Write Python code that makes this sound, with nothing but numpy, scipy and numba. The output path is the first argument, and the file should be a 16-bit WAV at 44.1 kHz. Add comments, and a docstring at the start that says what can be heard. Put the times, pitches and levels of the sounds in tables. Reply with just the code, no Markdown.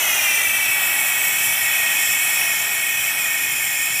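"""Outdoors on grass, pressurised gas jets from a canister into the neck of a plastic bottle.
The turbulent jet rushes, hisses and drives the bottle's air resonances, which sink as cold, heavy gas
replaces the air. The gap at the neck adds two breathy whistles that come and go as the hand shifts.
Underneath, moving air rumbles faintly, with a few soft puffs."""
import sys
import numpy as np
from scipy import signal
from scipy.fft import rfft, irfft
from scipy.io import wavfile
from scipy.ndimage import uniform_filter1d
from numba import njit

SR = 44100
rng = np.random.default_rng(int(sys.argv[2]) if len(sys.argv) > 2 else 0)


def unload_wav(signal):
    """Save mono or channel-first audio to the path in sys.argv[1] as 16-bit WAV at rate SR, clipped to [-1, 1]."""
    wavfile.write(
        sys.argv[1],
        SR,
        np.round(np.clip(np.atleast_2d(signal).T, -1, 1) * 32767).astype(np.int16),
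    )


N = 176400
TIME_S, BIN_HZ = np.arange(N) / SR, np.arange(N // 2 + 1) * SR / N
CUTOFF_HZ = 15450


def from_db(db):
    """Amplitude ratio of a level: tenfold for every 20 dB."""
    return 10 ** (np.asarray(db) / 20)


def unit_rms(x):
    """Normalisation to a mean square of 1."""
    return x / np.sqrt(np.mean(x ** 2) + 1e-20)


def in_time(rows):
    """Linear interpolation, sample by sample, of each column after t/s."""
    times, *columns = np.transpose(rows)
    return [np.interp(TIME_S, times, column) for column in columns]


def drift(corner_hz):
    """Noise through a two-pole low-pass gives a smooth random fluctuation of rms about 1."""
    hop, run_in = 40, 2000
    pole = np.exp(-2 * np.pi * corner_hz * hop / SR)
    noise = rng.standard_normal(N // hop + run_in + 2)
    slow = signal.lfilter([1], [1, -2 * pole, pole * pole], noise)[run_in:]
    return np.interp(np.arange(N) / hop, np.arange(len(slow)), unit_rms(slow))


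def coloured_noise(spectrum):
    """Spectral shaping of white noise, falling 12 dB per octave beyond the table's ends; rms 1."""
    hz, db = np.transpose(spectrum)
    f = np.maximum(BIN_HZ, 1)
    skirts = np.minimum(1, np.minimum(f / hz[0], hz[-1] / f)) ** 2
    shape = from_db(np.interp(np.log(f), np.log(hz), db))
    return unit_rms(irfft(rfft(rng.standard_normal(N)) * skirts * shape, N))


@njit
def resonate(x, angle, radius):
    """A damped two-pole resonator with moving centre and bandwidth; peak gain 1."""
    y = np.zeros(len(x))
    for i in range(2, len(x)):
        r = radius[i]
        drive = (1 - r * r) / 2 * (x[i] - x[i - 2])
        y[i] = drive + 2 * r * np.cos(angle[i]) * y[i - 1] - r * r * y[i - 2]
    return y


def blown(hz, width_hz, run_in=2000):
    """Forced response to turbulence of two like resonators in series, already ringing; rms 1."""
    angle = 2 * np.pi * np.pad(hz, (run_in, 0), "edge") / SR
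    radius = np.full(N + run_in, np.exp(-np.pi * width_hz / SR))
    turbulence = rng.standard_normal(N + run_in) / np.sqrt(width_hz)
    once = resonate(turbulence, angle, radius)
    return unit_rms(resonate(once, angle, radius)[run_in:])


def jet_rush():
    """Turbulence in the jet radiates broadband noise, heard as a low rush."""
    # spectrum of the rush: f/Hz, relative spectral level/dB
    spectrum = [(200, -21.5), (400, -9), (450, -7.5), (500, -23), (560, -17), (630, -2.5), (840, 2.5),
                (1060, -4.5), (1300, 2), (1600, 1), (1800, 1.5), (2040, -17.5), (2800, -6.5), (3600, -5.5),
                (4000, -6.5), (4700, -13), (6000, -29)]
    return coloured_noise(spectrum)


def bottle_resonances(fill_s=0.56, steadiness=0.42):
    """Cavity modes scale with the speed of sound, so they sink as cold, heavy gas replaces the air."""
    # modes: f/Hz in gas, rise in air/Hz, resonator bandwidth/Hz, relative level/dB, gain in air/dB
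    modes = [(573, 45, 91, -31, 17), (1746, 370, 260, -15.5, 13.5), (1860.6, 386, 64, -8, 3.5),
             (2208.5, 430, 96, -4.5, 4.5), (2500.5, 530, 148, -2.73, -2.5), (3060, 280, 196, -12, 5),
             (3296, 730, 224, -12, -14), (4207, 150, 49, -29, 0)]
    air_share = 1 / (1 + TIME_S / fill_s) ** 2
    ringing = 0
    for gas_hz, rise_hz, width_hz, db, air_db in modes:
        wobble = 1 + 0.0082 * (1 - air_share) * drift(12.7)   # grows as the swirling gas takes over
        centre_hz = (gas_hz + rise_hz * air_share) * wobble
        ringing = ringing + from_db(db + air_db * air_share) * blown(centre_hz, width_hz)
    # the steady jet keeps the loudness of the ringing fairly even
    envelope = np.sqrt(uniform_filter1d(unit_rms(ringing) ** 2, int(0.025 * SR)))
    return ringing / envelope ** steadiness


def whistle(curve, width_hz, gain_db, wander_hz):
    """A heavily damped, wandering resonance driven by turbulence gives a breathy tone."""
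    db, hz = in_time(curve)
    return from_db(db + gain_db) * blown(hz + wander_hz * drift(9.4), width_hz)


def neck_whistles():
    """Two resonances of the gap between canister and neck swell and fade as the hand shifts."""
    # course of each whistle: t/s, relative level/dB, centre f/Hz
    lower = [(0.0, -27.5, 6090), (0.28, -27, 5890), (0.59, -33.5, 5820), (0.67, -32, 5780),
             (0.75, -38, 5630), (1.59, -32.5, 5730), (1.61, -35.5, 5630), (2.13, -30.5, 5550),
             (2.17, -36, 5600), (2.44, -29.5, 5620), (2.87, -39, 5560), (2.93, -34, 5680),
             (3.87, -35.5, 5410), (4.0, -30.5, 5440)]
    upper = [(0.0, -50, 7150), (0.36, -37, 7740), (1.11, -29.5, 7550), (1.25, -31, 7800), (1.48, -29, 7430),
             (1.59, -36, 7610), (1.63, -30, 7500), (1.85, -35, 7240), (2.06, -26, 7560),
             (2.35, -30.5, 7400), (2.44, -43, 7600), (2.49, -29.5, 7330), (3.05, -34, 7600),
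             (3.07, -30, 7610), (3.15, -39, 7700), (3.22, -31, 7560), (3.24, -31, 7260), (4.0, -30.5, 7370)]
    return (whistle(lower, width_hz=710, gain_db=-1, wander_hz=70.6)
            + whistle(upper, width_hz=680, gain_db=0.6, wander_hz=104))


def modulate_bands(x, depth_db, corner_hz, bands):
    """Independent amplitude modulation of overlapping bands makes the timbre shift; rms 1."""
    spectrum, out = rfft(x), 0
    position = np.minimum(BIN_HZ / CUTOFF_HZ, 1) * (bands - 1)
    for k in range(bands):
        band = irfft(spectrum * np.maximum(0, 1 - abs(position - k)), N)
        out = out + band * from_db(depth_db * drift(corner_hz))
    return unit_rms(out)


def smooth_top(x, above_hz=11000, smoothness=0.56):
    """Envelope compression makes the highest band steadier than plain noise, at the same rms."""
    passband = np.clip((BIN_HZ - above_hz) / 600 + .5, 0, 1) * (BIN_HZ < CUTOFF_HZ)
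    top = irfft(rfft(x) * passband, N)
    envelope = abs(signal.hilbert(top)) / top.std() + .05
    return x - top + top.std() * unit_rms(top / envelope ** smoothness)


def nozzle_hiss():
    """Fine turbulence at the nozzle radiates flickering treble noise, with a bright hump that sinks."""
    # spectrum of the hiss: f/Hz, relative spectral level/dB
    spectrum = [(3500, -9.5), (4200, -24), (4700, -15.5), (5000, -11.5), (5300, -6.5), (5900, -6.5),
                (6400, -7.5), (6950, -3.5), (8200, -1), (8750, 1.5), (9400, -1), (10400, -0.5), (11500, -2),
                (13000, -3), (14500, -0.5), (16000, -9)]
    # bright hump: t/s, centre f/Hz, level/dB relative to the hiss
    sheen = [(0, 14900, -18), (.4, 13900, -8), (.9, 13300, -1.5), (1.6, 13100, -1.5), (2.2, 12300, -2.5),
             (2.9, 12600, -5), (3.4, 12900, -4), (4, 13200, -14)]
    sheen_hz, sheen_db = in_time(sheen)
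    hiss = coloured_noise(spectrum) + from_db(sheen_db) * blown(sheen_hz, width_hz=3700)
    hiss = smooth_top(modulate_bands(hiss, depth_db=2.5, corner_hz=3.4, bands=72))
    sputter = from_db(0.64 * drift(29))
    return sputter * modulate_bands(hiss, depth_db=1.4, corner_hz=22, bands=18)


def gap_antiresonance(x, centre_hz=4790, sigma_hz=170, dip_db=-1):
    """An antiresonance of the gap at the neck weakens a narrow band just under the whistles."""
    notch_db = dip_db * np.exp(-.5 * ((BIN_HZ - centre_hz) / sigma_hz) ** 2)
    return irfft(rfft(x) * from_db(notch_db), N)


def air_rumble(level_db=-48.5):
    """Slow pressure fluctuations in moving air are heard as a rumble."""
    # spectrum of the rumble: f/Hz, relative spectral level/dB
    spectrum = [(20, -31), (40, -21), (60, -10.5), (95, -1), (135, 2.5), (200, -2), (300, -2), (420, -7.5),
                (600, -15), (1500, -49)]
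    return from_db(level_db + drift(3.2)) * coloured_noise(spectrum)


def air_puffs():
    """Puffs of air bring brief pressure fluctuations: low noise under Gaussian envelopes."""
    # puffs: t/s, level/dB at the crest, standard deviation of the envelope/s
    puffs = [(0.505, -53, 0.039), (0.687, -43.5, 0.016), (1.64, -50, .035), (3.82, -54, .02)]
    # spectrum of a puff: f/Hz, relative spectral level/dB
    spectrum = [(25, -15), (50, -4), (85, 0), (140, -12), (250, -20)]
    envelope = sum(from_db(db) * np.exp(-.5 * ((TIME_S - at_s) / sigma_s) ** 2)
                   for at_s, db, sigma_s in puffs)
    return envelope * coloured_noise(spectrum)


def scene():
    """Superposition of the sources, close and straight ahead, so both channels are alike."""
    # strength of the jet: t/s, then relative level/dB of rush, bottle resonances and hiss
    jet_levels = [(0.0, -31.5, -25, -22), (0.27, -32.5, -21, -24), (0.65, -35.5, -22, -23.5),
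                  (0.81, -33, -22, -24.5), (0.86, -33.5, -22.5, -23.5), (1.56, -36, -23, -24),
                  (1.75, -34, -21, -24.5), (2.12, -36.5, -22, -23.5), (2.35, -34.5, -22.5, -25),
                  (2.41, -35.5, -21.5, -24), (2.69, -35.5, -25, -26), (2.89, -38, -23, -25.5),
                  (3.17, -36.5, -24, -26.5), (3.78, -40, -24, -26), (3.9, -37.5, -24.5, -26.5),
                  (3.95, -40.5, -25, -24.5)]
    rush_db, bottle_db, hiss_db = in_time(jet_levels)
    rush = from_db(rush_db + 2.5) * jet_rush()
    ringing = from_db(bottle_db) * bottle_resonances()
    whistles = neck_whistles()
    hiss = from_db(hiss_db + 0.9) * nozzle_hiss()
    jet = gap_antiresonance(rush + ringing + whistles + hiss)
    return np.tile(jet + air_rumble() + air_puffs(), (2, 1))


def record(dry):
    """An elliptic low-pass filter cuts the highest treble steeply."""
    return signal.sosfilt(signal.ellip(12, .1, 90, CUTOFF_HZ, fs=SR, output="sos"), dry)


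dry = scene()
out = record(dry)
unload_wav(out)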